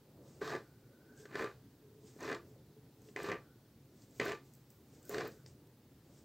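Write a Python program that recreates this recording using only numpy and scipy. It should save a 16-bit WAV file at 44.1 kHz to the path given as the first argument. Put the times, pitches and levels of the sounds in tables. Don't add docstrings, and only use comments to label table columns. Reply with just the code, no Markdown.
import sys
import numpy as np
from scipy import signal
from scipy.fft import rfft, irfft
from scipy.io import wavfile
from scipy.ndimage import uniform_filter1d

SR = 44100
rng = np.random.default_rng(int(sys.argv[2]) if len(sys.argv) > 2 else 0)


def magnitude_from_level(level_db):
    exponent = np.asarray(level_db, float) / 20
    return 10 ** exponent


def master_out(mix):
    frames = np.transpose(np.atleast_2d(mix))
    ceiling = np.clip(frames, -1, 1)
    pcm = np.round(ceiling * 32767).astype(np.int16)
    wavfile.write(sys.argv[1], SR, pcm)


N = 275184

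# (time [s], level [dB])
HOUSE_BUSY = [(0.0, -6.5), (0.2, 5.5), (0.4, 5), (0.6, -0.5), (1.36, 2), (1.8, -1.5), (2.3, 2.5),
              (2.7, 0.5), (3.5, 0.7), (3.7, -3.5), (4.2, 1.2), (4.7, -3), (5.14, 4.5), (5.5, 0.4),
              (5.96, -2), (6.24, 2.3)]
# (frequency [Hz], density [dB per Hz])
RUMBLE = [(15, -80), (25, -22), (49, -29), (70, -3), (97, -8), (129, 3.5), (156, -3), (174, -11.5),
          (220, -7), (290, -42), (480, -120)]
MURMUR = [(120, -36), (200, -8.5), (274, -1), (322, -6.5), (421, -8), (459, -11.5), (504, -11),
          (673, -19.5), (1300, -34.5), (1690, -43), (2860, -120)]
MIC_HISS = [(530, -13.5), (900, -0.5), (967, -6.5), (1050, -5.5), (1850, -8), (2010, -9), (2550, -11),
            (4540, -10), (6280, -13.5), (10400, -16), (15100, -11), (15800, -7.5)]
# (frequency [Hz], level [dB])
APART = [(100, -42), (1000, -16), (4000, -5.5), (8000, -4), (8500, -21), (16000, -23)]
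RUMBLE_DB, MURMUR_DB, MIC_HISS_DB = -64, -65.5, -74
RUMBLE_FOLLOWS = 0.3
SHAKE_DB = -24

# (loudest [s], hiss level [dB], rise [s], fall [s], top end above hiss [dB])
SLICING = [(0.285, -72, 0.11, 0.56, -15), (1.204, -64, 0.064, .11, -10), (2.08, -65.5, 0.082, .14, -11),
           (2.185, -69.5, .06, .03, -6), (2.498, -78, 0.17, 0.12, -1), (3.09, -69.5, 0.15, 0.082, -8),
           (4.036, -70.5, 0.16, 0.06, -11), (4.19, -66, 0.14, .02, -5), (4.45, -76, .04, .3, -5),
           (4.538, -78, .02, 0.14, 4), (4.702, -79, .02, .3, 5), (4.948, -71, 0.12, .18, -13),
           (5.088, -66.5, 0.091, 0.022, 1.5), (5.12, -58.5, .05, 0.12, -8), (5.31, -70, .03, 0.19, -4),
           (5.475, -67.5, 0.025, 0.094, -27), (6.19, -71, 0.2, 0.092, -11)]
# (time [s], peak level [dB], top end above peak [dB], pop frequency [Hz])
TICKS = [(1.1674, -65, -2, 7720), (1.1767, -54, -13, 7780), (2.0728, -57, -18, 5130),
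         (2.206, -45.5, -5, 6560), (2.2295, -41, -22, 6000), (2.2515, -44, -25, 5510),
         (2.3256, -59, -29, 4620), (3.0188, -59, 5, 6540), (3.2315, -42, 0, 8200), (4.0207, -52, -17, 4600),
         (4.1101, -59, -13, 7500), (4.2543, -44, 5, 4590), (4.5373, -53, 0, 8240), (4.5514, -58, 8, 7560),
         (4.7037, -53, 7, 7800), (5.029, -54, -11, 7580), (5.0528, -50, 2, 8060), (5.094, -39, 10.5, 7100),
         (5.2514, -47, -5, 4900), (5.2731, -44, -1, 4500), (5.2784, -51.5, 11, 4940),
         (5.32, -53, -28, 4940), (5.4625, -45, -24, 5100), (5.672, -63, 6, 8400)]
# (frequency [Hz], density [dB per Hz])
WET = [(2500, -5.5), (4200, -4.5), (5200, 1), (7500, 2), (8800, -0.5), (9800, -36)]
WET_TOP = [(8500, -36), (11500, -9), (14500, -5), (17000, -9)]

# (lands [s], lifts [s], pressure on landing [dB], midway [dB], on lifting [dB])
DRAGS = [
    (0.412, 0.551, -43.5, -44.5, -41.5),
    (1.355, 1.446, -48, -41, -43.5),
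    (2.212, 2.339, -49.5, -43.5, -40),
    (3.168, 3.327, -43, -45.5, -35.5),
    (4.196, 4.321, -36, -42.5, -40.5),
    (5.1, 5.263, -48.5, -40, -46.5),
]
# (clack above thud [dB], rap above thud [dB], edge above thud [dB],
# settling time [s], fading time [s])
PLACES = [(0, -12.5, -9, 0.0035, 0.049), (1.5, -7, -13, 0.068, 0.061), (0, -9.5, -11.5, 0.033, 0.042),
          (-2.5, -8, -10.5, .002, 0.047), (-2.5, -5.5, -9, 0.0018, 0.043), (-5, -12.5, -16, .004, 0.046)]
# (time [s], clack level [dB], thud above clack [dB], blade chatter [Hz], edge above clack [dB])
LANDINGS = [(0.416, -35.5, 6, 1500, -38), (1.254, -43, 0.5, 1570, -11), (1.328, -45, 2, 1770, -26),
            (1.344, -37, -2, 1690, -23), (1.354, -27, -2.5, 1690, -13.5), (2.163, -65, 20, 1730, -20),
            (2.224, -54.5, 21.5, 1150, -5), (3.086, -60, 10, 2020, -0.5), (3.161, -28, -4.5, 1960, -16),
            (4.198, -21.5, -3, 1970, -14), (5.095, -46, 14, 1530, -19), (5.46, -60.5, 8.5, 1920, 3)]
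CATCHES = [(0.475, -34, -2, 1240, -10), (0.55, -33, 7.5, 1740, -14), (0.561, -34, 1, 1730, -15),
           (1.409, -32, 4, 1720, -22), (1.422, -29, 0.5, 1770, -20), (1.442, -34, 9, 1590, -11),
           (2.252, -42.5, 12, 1760, -20), (2.289, -36, 6.5, 1860, -11), (2.315, -30, 0.5, 1610, -15),
           (2.326, -32, -10, 1830, -12.5), (2.346, -45, -3, 1830, 1), (3.242, -40, 10, 1770, -22),
           (3.2865, -29.5, -1, 1150, -15), (3.316, -27, 1, 1920, -16), (3.335, -44, -2, 1060, -15),
           (4.209, -34, 0, 1750, -19), (4.26, -27, 1.5, 1550, -22), (4.28, -37.5, 8, 2070, -7),
           (4.318, -30.5, -3, 1840, -9.5), (5.143, -30, 1, 1590, -11.5), (5.181, -30, 4.5, 1570, -9),
           (5.206, -32, -26, 1670, -11), (5.247, -44, 11, 1560, -16), (5.267, -42, -14, 1810, -13)]
# (frequency [Hz], width [Hz], level [dB])
THUD = [(121, 7.2, -13.5), (202, 205, -2.5), (340.4, 20, -3.5), (388, 53, 1), (438, 55, 3.5),
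        (516, 47, -4.5), (679, 85, -4.5)]
CLACK = [(827, 53, -6.5), (1050, 45, -8), (1100, 130, -26), (1150, 46, -1), (1277, 85, -4), (1469, 230, 3),
         (1580, 200, 5.5), (1684, 154, 2), (1881, 93, -5)]
RAP = [(2022, 114, 0.5), (2413, 117, 6), (2533, 122, 3.5), (2943, 520, 3.5)]
EDGE = [(2950, 2200, 2), (3760, 360, -1), (4220, 190, -7.5), (4790, 410, 2), (4900, 940, 1.5),
        (6660, 1400, -4.5), (7380, 480, -7), (8280, 2000, -12.5)]
SHEEN = [(12500, 1400, 12.5), (15200, 2000, 11)]
EDGE_LIFT_SHARE, SCRATCH_ENDS_DB = 0.51, -6
STICK_DB, STICK_S = -4, 0.0058

# (loudest [s], level [dB], rise [s], fall [s], frequency [Hz])
WHINE = [(0.67, -74, 0.044, 0.19, 1484), (0.95, -78, .4, .3, 1490), (1.12, -70.5, 0.22, 0.59, 1530),
         (1.3, -71, .3, .1, 1633), (3.46, -71.5, 0.056, 0.17, 1457), (5.07, -73, 0.13, .05, 1516),
         (5.41, -77, .2, 0.053, 1480)]
WHINE_WIDTH_HZ = 150
# (loudest [s], level [dB], rise [s], fall [s])
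DRONE = [(1.23, -63.5, .33, 0.13), (1.6, -72, .1, 0.45), (1.918, -62, 0.23, .12), (2.072, -60.5, 0.24, 0.1),
         (2.532, -64, .1, .07), (2.778, -62.5, 0.11, 0.065), (3.118, -64.5, 0.29, 0.09)]
DRONE_HZ = 424

# (frequency [Hz], time to fall 60 dB [s])
ROOM = [(200, 0.12), (1000, 0.24), (4000, 0.17), (12000, 0.18)]
# (frequency [Hz], level [dB])
TREBLE_SHELF = [(0, 0), (15800, 0), (15900, -36), (22050, -40)]


def evened(x):
    return x / np.sqrt(np.mean(x ** 2) + 1e-20)


def read(points, hz):
    f, value = np.transpose(points)
    return np.interp(np.log(hz + 1), np.log(f + 1), value)


def smooth(rows):
    return np.array([np.interp(np.arange(N), np.arange(0, N, 16), row) for row in rows])


def swells(rows, column=0):
    t, power = np.arange(0, N, 16) / SR, 0
    for row in rows:
        loudest, db, rise, fall = row[:4]
        peak_db = db + (row[column] if column else 0)
        away = np.maximum((loudest - t) / rise, (t - loudest) / fall)
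        power = power + magnitude_from_level(peak_db - 20 * away) ** 2
    return smooth([np.sqrt(power)])[0]


def grains(per_s, spread_db):
    size = magnitude_from_level(spread_db * np.minimum(rng.exponential(1, N), 4)) * rng.choice([-1, 1], N)
    return evened(size * (rng.random(N) < per_s / SR))


def bursts(rows, length_s, column, db, hz=0., rough=1.):
    t, out = np.arange(400) / SR, np.zeros(N + 400)
    clean = np.sin(2 * np.pi * np.outer(hz * np.ones(len(rows)), t))
    contact = np.exp(-t / length_s) * (1 - np.exp(-2 * t / length_s))
    shapes = (clean + rough * rng.standard_normal((len(rows), 400))) * contact
    for row, shape in zip(rows, shapes):
        at = round(row[0] * SR)
        level_db = row[1] + (row[column] if column else 0) + db
        out[at:at + 400] += magnitude_from_level(level_db) * shape / np.linalg.norm(shape)
    return out[:N]


def pressure():
    t, out = np.arange(0, N, 16) / SR, 0
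    stick_db = sum(STICK_DB * (t < s) * np.exp(-abs(t - s) / STICK_S) for s, *_ in CATCHES)
    for drag, place in zip(DRAGS, PLACES):
        lands, lifts, a_db, mid_db, b_db = drag
        clack_db, rap_db, edge_db, settle, fade = place
        u = np.clip((t - lands) / (lifts - lands), 0, 1)
        bend = (2 * u - 1) ** 2
        before_db = 20 * np.minimum(t - lands, 0) / settle
        after_db = -20 * np.maximum(t - lifts, 0) / fade
        db = mid_db + (b_db - a_db) * (u - 0.5) + ((a_db + b_db) / 2 - mid_db) * bend
        db = db + after_db + stick_db
        scratch_db = mid_db + edge_db + SCRATCH_ENDS_DB * bend + EDGE_LIFT_SHARE * after_db + 0.5 * stick_db
        levels_db = np.array([db, db + clack_db, db + rap_db, scratch_db]) + before_db
        out = out + magnitude_from_level(np.maximum(levels_db, -200))
    return smooth(out)


def noise(colour, patchy_db, size=1024):
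    frames, hz = 4 * N // size + 8, np.fft.rfftfreq(size, 1 / SR)
    a, b, c, d, patches = rng.standard_normal((frames, len(hz), 5)).T
    patches = uniform_filter1d(patches, size=6, axis=0)
    patches = evened(uniform_filter1d(patches, size=10, axis=1))
    inside = (hz >= colour[0][0]) & (hz <= colour[-1][0])
    z = np.array([a + 1j * b, (c + 1j * d) * magnitude_from_level(read(APART, hz))[:, None]])
    z *= magnitude_from_level(read(colour, hz)[:, None] + patchy_db * patches) * inside[:, None]
    mid, side = signal.istft(z, nperseg=size, noverlap=3 * size // 4)[1][:, :N]
    return evened(np.array([mid + side, mid - side]))


def house():
    busy_db = np.interp(np.arange(N) / SR, *np.transpose(HOUSE_BUSY))
    shake = magnitude_from_level(SHAKE_DB) * uniform_filter1d(pressure()[0], size=3000)
    rumble = (magnitude_from_level(RUMBLE_DB + RUMBLE_FOLLOWS * busy_db) + shake) * noise(RUMBLE, patchy_db=1.2, size=2048)
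    murmur = magnitude_from_level(MURMUR_DB + busy_db) * noise(MURMUR, patchy_db=2.0, size=1024)
    return rumble + murmur + magnitude_from_level(MIC_HISS_DB) * noise(MIC_HISS, patchy_db=0.93, size=512)


def flesh():
    fizz = 0.9 * rng.standard_normal(N) + 0.25 * grains(per_s=900, spread_db=3)
    pops = bursts(TICKS, 0.00076, column=0, db=6.5, hz=np.array(TICKS)[:, 3], rough=0.9)
    body = swells(SLICING) * fizz + pops
    top = swells(SLICING, column=4) * rng.standard_normal(N)
    top = top + bursts(TICKS, 0.0008, column=2, db=8.0, rough=8.)
    out = 0
    for push, colour in [(body, WET), (top, WET_TOP)]:
        response = magnitude_from_level(read(colour, np.fft.rfftfreq(128, 1 / SR)))
        taps = np.fft.fftshift(irfft(response)) * np.hanning(128)
        out = out + signal.oaconvolve(push, taps / np.linalg.norm(taps), "same")
    return out


def ring(modes):
    t, out = np.arange(4096) / SR, 0
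    for k, (hz, width, db) in enumerate(modes):
        decay = np.sqrt(width) * np.exp(-np.pi * width * t)
        out = out + (-1) ** k * magnitude_from_level(db) * decay * np.sin(2 * np.pi * hz * t)
    return out / np.linalg.norm(out)


def board():
    on_thud, on_clack, on_rap, on_edge = pressure()
    knocks = LANDINGS + CATCHES
    slips = grains(per_s=1300, spread_db=4.5)
    hiss = rng.standard_normal(N)
    judder = grains(per_s=810, spread_db=2.0)
    blow = bursts(knocks, 0.0022, column=2, db=13, hz=410, rough=0.02)
    chatter = bursts(knocks, 0.001, column=0, db=10, hz=np.array(knocks)[:, 3], rough=0.05)
    scrape = bursts(knocks, 0.0024, column=4, db=17.0, rough=8.)
    thud = on_thud * magnitude_from_level(-4) * (0.78 * slips + 0.88 * judder) + magnitude_from_level(-21.5) * blow
    clack = on_clack * magnitude_from_level(-4.5) * slips + magnitude_from_level(-10.5) * chatter
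    rap = on_rap * magnitude_from_level(-4.0) * slips + magnitude_from_level(-9.5) * chatter
    edge = on_edge * magnitude_from_level(-3) * (0.86 * slips + 1.06 * hiss) + scrape
    sheen = on_edge * magnitude_from_level(-17.5) * hiss
    pairs = [(thud, THUD), (clack, CLACK), (rap, RAP), (edge, EDGE), (sheen, SHEEN)]
    ringing = sum(signal.oaconvolve(push, ring(modes))[:N] for push, modes in pairs)
    return blow + magnitude_from_level(-9.5) * chatter + ringing


def kitchen(x):
    taps = np.zeros(SR // 2)
    at = np.arange(120, SR // 2 - 20, 20)
    taps[at + rng.integers(0, 20, len(at))] = rng.choice([-1., 1.], len(at))
    hz, t, z = signal.stft(taps, SR, nperseg=256)
    tail = signal.istft(z * magnitude_from_level(-60 * t / read(ROOM, hz)[:, None]), SR, nperseg=256)[1]
    return signal.fftconvolve(x, tail / np.linalg.norm(tail))[:N]


def resonance(rows, hz, width_hz, steady):
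    turn = np.exp(2j * np.pi * np.cumsum(hz * np.ones(N)) / SR)
    r = np.exp(-np.pi * width_hz / SR)
    slow = signal.lfilter([1], [1, -2 * r, r * r], rng.standard_normal((N, 2)) @ [1, 1j])
    return swells(rows) * evened((turn * (steady + slow / np.std(slow))).real)


def pipe():
    s, *_, hz = np.transpose(WHINE)
    pitch = np.interp(np.arange(N) / SR, s, hz)
    return resonance(WHINE, pitch, WHINE_WIDTH_HZ, steady=0.3)


def pump():
    return resonance(DRONE, DRONE_HZ, width_hz=29, steady=0.44)


def scene():
    near = board() + flesh()
    near = near + magnitude_from_level(-7.5) * kitchen(near)
    near = signal.sosfilt(signal.butter(2, 90, "high", fs=SR, output="sos"), near)
    slope = np.gradient(near)
    late = 0.048 * slope + 0.17 * np.gradient(np.gradient(slope))
    return near + late * [[1], [-1]] + pipe() + pump() + house()


def top_cut(x):
    return signal.sosfilt(signal.butter(12, 16950, fs=SR, output="sos"), x)


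def record(dry):
    gain = magnitude_from_level(np.interp(np.fft.rfftfreq(N, 1 / SR), *np.transpose(TREBLE_SHELF)))
    limited = irfft(rfft(dry) * gain, N)
    return top_cut(limited)


dry = scene()
out = record(dry)
master_out(out)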